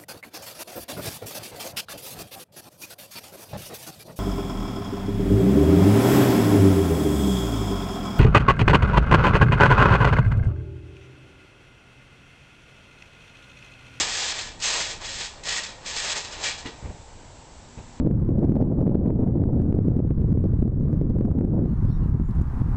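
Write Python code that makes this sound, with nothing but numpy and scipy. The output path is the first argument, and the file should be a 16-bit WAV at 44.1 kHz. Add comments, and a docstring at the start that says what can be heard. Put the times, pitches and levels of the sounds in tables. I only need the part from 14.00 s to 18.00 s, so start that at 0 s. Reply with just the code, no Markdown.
"""Someone bounces on a garden trampoline, whose spring hooks rasp on the frame by stick-slip friction.
The slips come faster under load and drive the resonant modes of the steel; at times a spring squeals.
A foot knocks and thuds on the rim, then the jumper drops to the ground and moves off with dull thuds,
each impact exciting damped vibrations. Behind it are an outdoor rumble, a faint hollow tone and hum,
and the hiss and whine of a small camera."""
import sys
import numpy as np
from scipy import signal
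from scipy.fft import rfft, irfft
from scipy.io import wavfile
from scipy.ndimage import uniform_filter1d

SR = 44100
rng = np.random.default_rng(int(sys.argv[2]) if len(sys.argv) > 2 else 0)


def dump_mix(stems):
    """Bounce the given channels to the path in sys.argv[1] as a 16-bit WAV at rate SR."""
    frames = np.atleast_2d(stems).T  # one column per channel
    limited = np.clip(frames, -1, 1)  # hard clip at full scale
    pcm = np.round(limited * 32767).astype(np.int16)
    wavfile.write(sys.argv[1], SR, pcm)


N = 176400
T = np.arange(N) / SR
CUTOFF_HZ = 9300


def from_db(db):
    """Amplitude ratio: a factor of ten for every 20 dB."""
    return 10 ** (np.asarray(db) / 20)


def rms_one(x):
    """Normalisation to unit root-mean-square amplitude."""
    return x / np.sqrt(np.mean(x ** 2) + 1e-20)


def drift(corner_hz):
    """Random fluctuation: low-passed noise of unit rms, computed at every 40th sample."""
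    pole = np.exp(-80 * np.pi * corner_hz / SR)
    slow = signal.lfilter([1], [1, -2 * pole, pole * pole], rng.standard_normal(N // 40 + 2002))[2000:]
    return np.interp(np.arange(N) / 40, np.arange(len(slow)), rms_one(slow))


def colour(x, points):
    """Spectral shaping by (frequency_hz, gain_db) points, falling 12 dB per octave below the first."""
    hz, db = np.transpose(points)
    bins_hz = np.maximum(np.fft.rfftfreq(2 * N, 1 / SR), 1)
    rolloff_db = 40 * np.log10(np.minimum(bins_hz / hz[0], 1))
    gain = from_db(np.interp(np.log(bins_hz), np.log(hz), db) + rolloff_db)
    return irfft(rfft(x, 2 * N) * gain * (bins_hz < CUTOFF_HZ))[:N]


def resonator(x, hz, t60_s):
    """Damped harmonic oscillator: a unit impulse starts a decaying sine of amplitude 1."""
    decay, step = from_db(-60 / (t60_s * SR)), 2 * np.pi * hz / SR
    return signal.lfilter([0, np.sin(step)], [1, -2 * decay * np.cos(step), decay * decay], x + 1e-18)


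def reverberate(x, t60_s):
    """Diffuse decay: convolution with exponentially dying noise of unit energy."""
    echoes = rng.standard_normal(N) * np.exp(-np.log(1000) * T / t60_s)
    return signal.fftconvolve(x, echoes / np.linalg.norm(echoes))[:N]


def impulses(starts_s, sizes):
    """Ideal impacts, each one sample long."""
    return np.bincount((np.asarray(starts_s) * SR).astype(int), sizes, N)[:N]


def narrowband_swells(rows):
    """Narrowband noise: random amplitude and phase roughen each tone as it swells and fades."""
    out = 0
    for start_s, length_s, pitch_hz, level_db, width_hz in rows:
        swell = np.sqrt(np.abs(np.sin(np.pi * np.clip((T - start_s) / length_s, 0, 1))))
        phasor = drift(width_hz / 2) + 1j * drift(width_hz / 2)
        phasor /= np.sqrt(uniform_filter1d(np.abs(phasor) ** 2, size=2000) + 1e-6)
        tone = np.sqrt(2) * np.real(phasor * np.exp(2j * np.pi * pitch_hz * T))
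        out += from_db(level_db) * swell * tone
    return out


# Spectrum of the rumble and hiss: frequency_hz, gain_db
AMBIENT_SPECTRUM = [(20, 5.5), (40, 1.5), (80, -0.5), (125, -4), (200, -8.5), (270, -9.5), (390, -11.5),
                    (580, -11.5), (760, -12), (920, -9), (1120, -18.5), (1400, -20), (2000, -22.5),
                    (5400, -24.5), (7500, -22.5), (8400, -29.5)]
def rumble_and_hiss():
    """Broadband noise: outdoor rumble wavers by amplitude modulation under steady camera hiss."""
    noise = from_db(-45.5) * rms_one(colour(rng.standard_normal(N), AMBIENT_SPECTRUM))
    rumble = signal.sosfiltfilt(signal.butter(2, 900, fs=SR, output="sos"), noise)
    hiss = noise - rumble
    return hiss + rumble * from_db(drift(4.1))


# Thin tones of the camera: pitch_hz, level_db
WHINE_TONES = [(7354, -65), (7887, -66), (8113, -69)]
def camera_whine(wander_hz=8):
    """Random frequency modulation makes each high sine waver slightly."""
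    out = 0
    for pitch_hz, level_db in WHINE_TONES:
        phase = 2 * np.pi * np.cumsum(pitch_hz + wander_hz * drift(25)) / SR
        out += from_db(level_db) * np.sqrt(2) * np.sin(phase)
    return out


# Hollow tone and low hum: start_s, length_s, pitch_hz, level_db, width_hz
HOLLOW_SWELLS = [(1.06, 0.12, 538, -53, 13), (1.33, 0.14, 550, -57, 20), (1.6, 0.34, 521, -54.5, 25)]
HUM_SWELLS = [(3.58, 0.49, 235, -54.5, 26)]
def hollow_tone_and_hum():
    """Noise in a narrow band is heard as a pitch: a hollow tone comes and goes, a hum swells once."""
    return narrowband_swells(HOLLOW_SWELLS) + narrowband_swells(HUM_SWELLS)


# Strokes of a sole over the grass: start_s, length_s, level_db
SOLE_STROKES = [(2.835, .035, -46), (2.885, .05, -48), (3.781, .016, -42)]
# Spectrum of the swish: frequency_hz, gain_db
GRASS_SPECTRUM = [(250, 5.5), (850, -1), (1300, -13.5), (2300, -10), (3500, -22), (8000, -30)]
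def grass_swishes():
    """Sliding friction of a sole makes short, dry swells of noise."""
    envelope = sum(from_db(level_db) * np.sin(np.pi * np.clip((T - start_s) / length_s, 0, 1))
                   for start_s, length_s, level_db in SOLE_STROKES)
    return envelope * rms_one(colour(rng.standard_normal(N), GRASS_SPECTRUM))


# Dull thuds of the feet, first on the rim, then on the ground: start_s, level_db, contact_s
FOOT_THUDS = [(2.655, -31, 0.0013), (2.827, -31.5, 0.0024), (2.843, -33, 0.00404), (2.857, -26.5, 0.0051),
              (2.897, -29, 0.0064), (2.946, -34.5, 0.0039), (2.999, -40.5, 0.0061), (3.775, -33, 0.0018),
              (3.788, -32, 0.0012), (3.804, -41, 0.0046)]
# Low resonances that boom under the feet: pitch_hz, gain_db, t60_s
BOOM_MODES = [(49, -14, 0.15), (75.1, -12, 0.15), (117.2, -5, 0.21), (173, -6.5, 0.12), (240, -16.5, 0.053),
              (373, -19.5, 0.042)]
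# Spectrum of the scuff: frequency_hz, gain_db
SCUFF_SPECTRUM = [(60, -0.5), (200, 1.5), (400, -6), (800, -9), (1300, -26), (2300, -19.5), (4000, -44),
                  (8000, -42)]
def foot_thuds():
    """Soft impacts give a pressure swing, a boom and a scuff; longer contact makes a duller boom."""
    force, pressure = 0, 0
    for start_s, level_db, contact_s in FOOT_THUDS:
        push = np.sin(np.pi * np.clip((T - start_s) / contact_s, 0, 1)) ** 2
        force += from_db(level_db) * push / push.sum()
        cycle = np.clip((T - start_s + contact_s) / (2 * contact_s), 0, 1)
        pressure -= from_db(level_db) * np.sin(2 * np.pi * cycle)
    boom = sum(from_db(db + 0.5) * resonator(force, hz, t60_s) for hz, db, t60_s in BOOM_MODES)
    starts_s, levels_db, _ = np.transpose(FOOT_THUDS)
    blows = impulses(starts_s, from_db(levels_db))
    scuff = colour(reverberate(blows, t60_s=0.16), SCUFF_SPECTRUM)
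    return from_db(-2.5) * pressure + boom + from_db(36) * scuff


# Blows of a foot on the rim: start_s, level_db
RIM_BLOWS = [(0.002, -22), (2.651, -33.5), (2.658, -26), (2.662, -30.5), (2.670, -31), (2.684, -30.5)]
# Resonances of the rim: pitch_hz, gain_db, t60_s
RIM_MODES = [(162, -10, 0.043), (280, -14.5, 0.086), (458, -14.5, 0.17), (632, -24, 0.096),
             (840, -13, 0.087), (1820, -24, 0.14), (1970, -13, .1), (2896, -18, 0.11), (4050, -14, 0.14)]
# Spectrum of the slap: frequency_hz, gain_db
SLAP_SPECTRUM = [(110, 2), (300, 2), (850, -3.5), (1350, -11), (2200, -10.5), (8000, -22.5)]
def rim_knocks():
    """Impulse excitation: the padded rim answers a foot with a dense slap and a short hollow ring."""
    starts_s, levels_db = np.transpose(RIM_BLOWS)
    blows = impulses(starts_s, from_db(levels_db))
    slap = from_db(29.5) * colour(reverberate(blows, t60_s=0.046), SLAP_SPECTRUM)
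    ring = sum((-1) ** k * from_db(db) * resonator(blows, hz, t60_s)
               for k, (hz, db, t60_s) in enumerate(RIM_MODES))
    return slap + ring


# Squeals of single springs: start_s, length_s, pitch_hz, level_db, width_hz
SPRING_SQUEALS = [(0.0, 0.027, 5200, -33.5, 138.9), (.14, 0.2, 3370, -42, 403),
                  (.625, 0.15, 2646, -44.5, 185.2), (.645, .045, 6400, -33, 300),
                  (1.438, 0.11, 1897, -41.5, 25), (1.57, 0.038, 1880, -37, 60), (1.71, .14, 1870, -61, 30),
                  (1.862, .05, 2355, -45, 25.4), (2.435, 0.099, 2367, -35, 129.6)]
def spring_squeals():
    """Resonance: a spring briefly sounds in a narrow band around its own natural frequency."""
    return narrowband_swells(SPRING_SQUEALS)


FULL_LOAD_DB = -26.5   # the bounce level that stands for full load
def hook_slips(level_db, hooks=6, slips_per_s=170, jitter=0.1, spread_db=2.5, swing_db=2):
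    """Stick-slip motion: each hook emits an uneven impulse train, faster under load; rms near 1."""
    out = np.zeros(N)
    speed = from_db(0.3 * (level_db - FULL_LOAD_DB))
    for pace in np.geomspace(0.5, 2, hooks):
        rate = slips_per_s * pace * speed * np.exp(jitter * (drift(5) + drift(150)))
        slips_so_far = np.floor(np.cumsum(rate) / SR + rng.random())
        slipped = np.diff(slips_so_far, prepend=0) > 0
        size_db = spread_db * np.clip(rng.standard_normal(N), -2, 2) + swing_db * drift(21)
        out += slipped * from_db(size_db) * rng.choice([-1, 1])
    out -= uniform_filter1d(out, size=441)   # remove the local mean
    return out / np.sqrt(uniform_filter1d(out ** 2, size=1500) + 1e-6)


# Spectrum of the rubbing hooks and mat: frequency_hz, gain_db
FRICTION_SPECTRUM = [(130, -16.5), (220, -15.5), (360, -13.5), (500, -5.5), (950, -5.5), (1300, -5),
                     (1800, -3), (2500, 0.5), (2850, -1.5), (3100, -2), (3400, 0.5), (4100, 0.5), (4700, 0),
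                     (5200, 0), (5750, -2.5), (6400, 0), (7600, -0.5), (8400, -8)]
def friction(level_db, mat_db=2.5):
    """Friction noise of unit rms: discrete slips of the hooks over the smooth rubbing of the mat."""
    rubbing = hook_slips(level_db) + from_db(mat_db) * rng.standard_normal(N)
    return rms_one(colour(rubbing, FRICTION_SPECTRUM))


# Hooks catching as the load comes on: start_s, level_db
HOOK_CATCHES = [(0.389, -31), (0.601, -35), (0.623, -25), (0.819, -26), (0.905, -35), (1.012, -39),
                (1.256, -32), (1.436, -36), (1.466, -32), (1.488, -23.5), (1.635, -29), (1.863, -35),
                (2.116, -24), (2.247, -41), (2.437, -25)]
def hook_catches(t60_s=0.048):
    """Friction transients: bright bursts of slips start abruptly and decay exponentially."""
    envelope = sum(from_db(db) * (T >= start_s) * np.exp(-np.log(1000) * np.abs(T - start_s) / t60_s)
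                   for start_s, db in HOOK_CATCHES)
    burst = envelope * friction(np.full(N, FULL_LOAD_DB))
    return signal.sosfilt(signal.butter(2, 2000, "high", fs=SR, output="sos"), burst)


# Resonances of the springs and frame: pitch_hz, level_db, t60_s
STEEL_MODES = [(826, -29, .12), (930, -27, .08), (1238, -27, .18), (1722, -22, .14), (1888, -20, .08),
               (2357, -22, .08), (2623, -25, .14), (2843, -23, .08), (3355, -23, .1), (3608, -25, .1),
               (3923, -23, .08), (4265, -24, .05), (5285, -24, .06), (6139, -27, .1)]
def steel_ring(level_db):
    """Forced vibration: friction drives the modes, which take turns as load shifts among the springs."""
    drive = friction(level_db) * from_db(level_db)
    modes = sum(from_db(db) * rms_one(resonator(drive, hz, t60_s) * from_db(drift(8.6)))
                for hz, db, t60_s in STEEL_MODES)
    slack = np.clip((FULL_LOAD_DB - level_db) / 10, 0, 2)
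    return modes * from_db(1.5 * slack)   # up to 3 dB more gain in the quiet between bounces


# Course of the rasp and its low and high bands in each bounce: time_s, level_db, groan_db, treble_db
RASP_1 = [(0.0, -21.5, -9.5, 0.5), (0.01, -21, -15, -3), (0.062, -30, -7, -3.5), (0.112, -27, -15.5, -4.5),
          (0.312, -27, -12.5, -4), (0.338, -32.5, -12, -7), (0.394, -30, -11.5, -5), (0.506, -41, -11, -8),
          (0.59, -55, -20.5, -14)]
RASP_2 = [(0.59, -53, -14, -4.5), (0.6, -45, -2.5, -5.5), (0.634, -26, -21.5, -1), (0.648, -24, -14.5, -4),
          (0.806, -27, -6.5, -3.5), (0.816, -25, -13.5, -7.5), (0.88, -34, -11, -4), (0.912, -32, -9, -4),
          (1.0, -48, -7.5, -6.5)]
RASP_3 = [(1.0, -45, 2.5, -11.5), (1.048, -32, -12.5, -6), (1.175, -35, -22, -3.5), (1.21, -31, -11, -4.5),
          (1.256, -32, -20.5, -6.5), (1.318, -46, -8.5, -4), (1.408, -54, 1.5, -10)]
RASP_4 = [(1.428, -58, 1, -11.5), (1.436, -42, -20, -6), (1.476, -29, -7, -4.5), (1.488, -27, -17, -6),
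          (1.56, -28, -13.5, -5), (1.584, -26, -13.5, -4.5), (1.622, -36, -9, -8), (1.645, -32, -17, -7.5),
          (1.796, -54, 0.5, -8.5)]
RASP_5 = [(1.82, -51, -4, -11), (1.844, -47, 2.5, -8.5), (1.867, -33, -12.5, -3), (1.954, -34, -13.5, -6),
          (1.966, -28.5, -8, -3.5), (1.99, -27.5, -19, -5.5), (2.024, -30.5, -9, -3.5),
          (2.13, -26, -13, -4.5), (2.144, -33.5, -8, -9.5), (2.166, -27.5, -6.5, -2.5),
          (2.242, -40, -11.5, -5.5), (2.246, -35, -13, -5), (2.306, -43, -2, -5.5), (2.33, -34, -7.5, -5),
          (2.366, -39, -6.5, -11.5)]
RASP_6 = [(2.39, -40.5, -4, -7.5), (2.43, -33.5, -2.5, -3.5), (2.44, -26, -11.5, -5.5),
          (2.486, -26, -14.5, -5), (2.572, -41, -8.5, -10.5), (2.59, -39, -8.5, -1),
          (2.644, -48.5, 2.5, -10), (2.662, -35.5, -10, -12.5), (2.73, -48, -4.5, -15), (2.8, -57, 4.5, -3)]
def spring_rasp(release_db_per_s=88, surge_db=0.81, neutral_groan_db=-12.5, neutral_treble_db=-3):
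    """Stick-slip friction rasps with each bounce, shifting in level and timbre as the steel rings."""
    times_s, *columns = np.transpose(np.vstack([RASP_1, RASP_2, RASP_3, RASP_4, RASP_5, RASP_6]))
    level_db, groan_db, treble_db = (np.interp(T, times_s, column) for column in columns)
    level_db -= release_db_per_s * np.maximum(T - times_s[-1], 0)
    grit = friction(level_db)
    low, low_and_mid = (signal.sosfiltfilt(signal.butter(3, edge_hz, fs=SR, output="sos"), grit)
                        for edge_hz in (1300, 4800))
    groan = low * from_db(groan_db - neutral_groan_db)
    mid = low_and_mid - low
    treble = (grit - low_and_mid) * from_db(treble_db - neutral_treble_db)
    rasp = (groan + mid + treble) * from_db(level_db + 0.19 + surge_db * drift(63))
    return rasp + from_db(2.1) * np.std(rasp) * steel_ring(level_db)


def scene():
    """Superposition of the trampoline, its faint echoes in the yard, the feet and the background."""
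    trampoline = spring_rasp() + hook_catches() + spring_squeals() + rim_knocks()
    background = rumble_and_hiss() + camera_whine() + hollow_tone_and_hum()
    yard_echoes = from_db(-14) * reverberate(trampoline, t60_s=0.1)
    return (trampoline + yard_echoes + foot_thuds() + grass_swishes() + background)[None]


def record(dry):
    """Band limiting: the camera rolls off the treble, then cuts it steeply."""
    softened = signal.sosfilt(signal.butter(12, 8300, fs=SR, output="sos"), dry)
    return signal.sosfilt(signal.cheby2(16, 60, CUTOFF_HZ, fs=SR, output="sos"), softened)


dry = scene()
out = record(dry)
dump_mix(out)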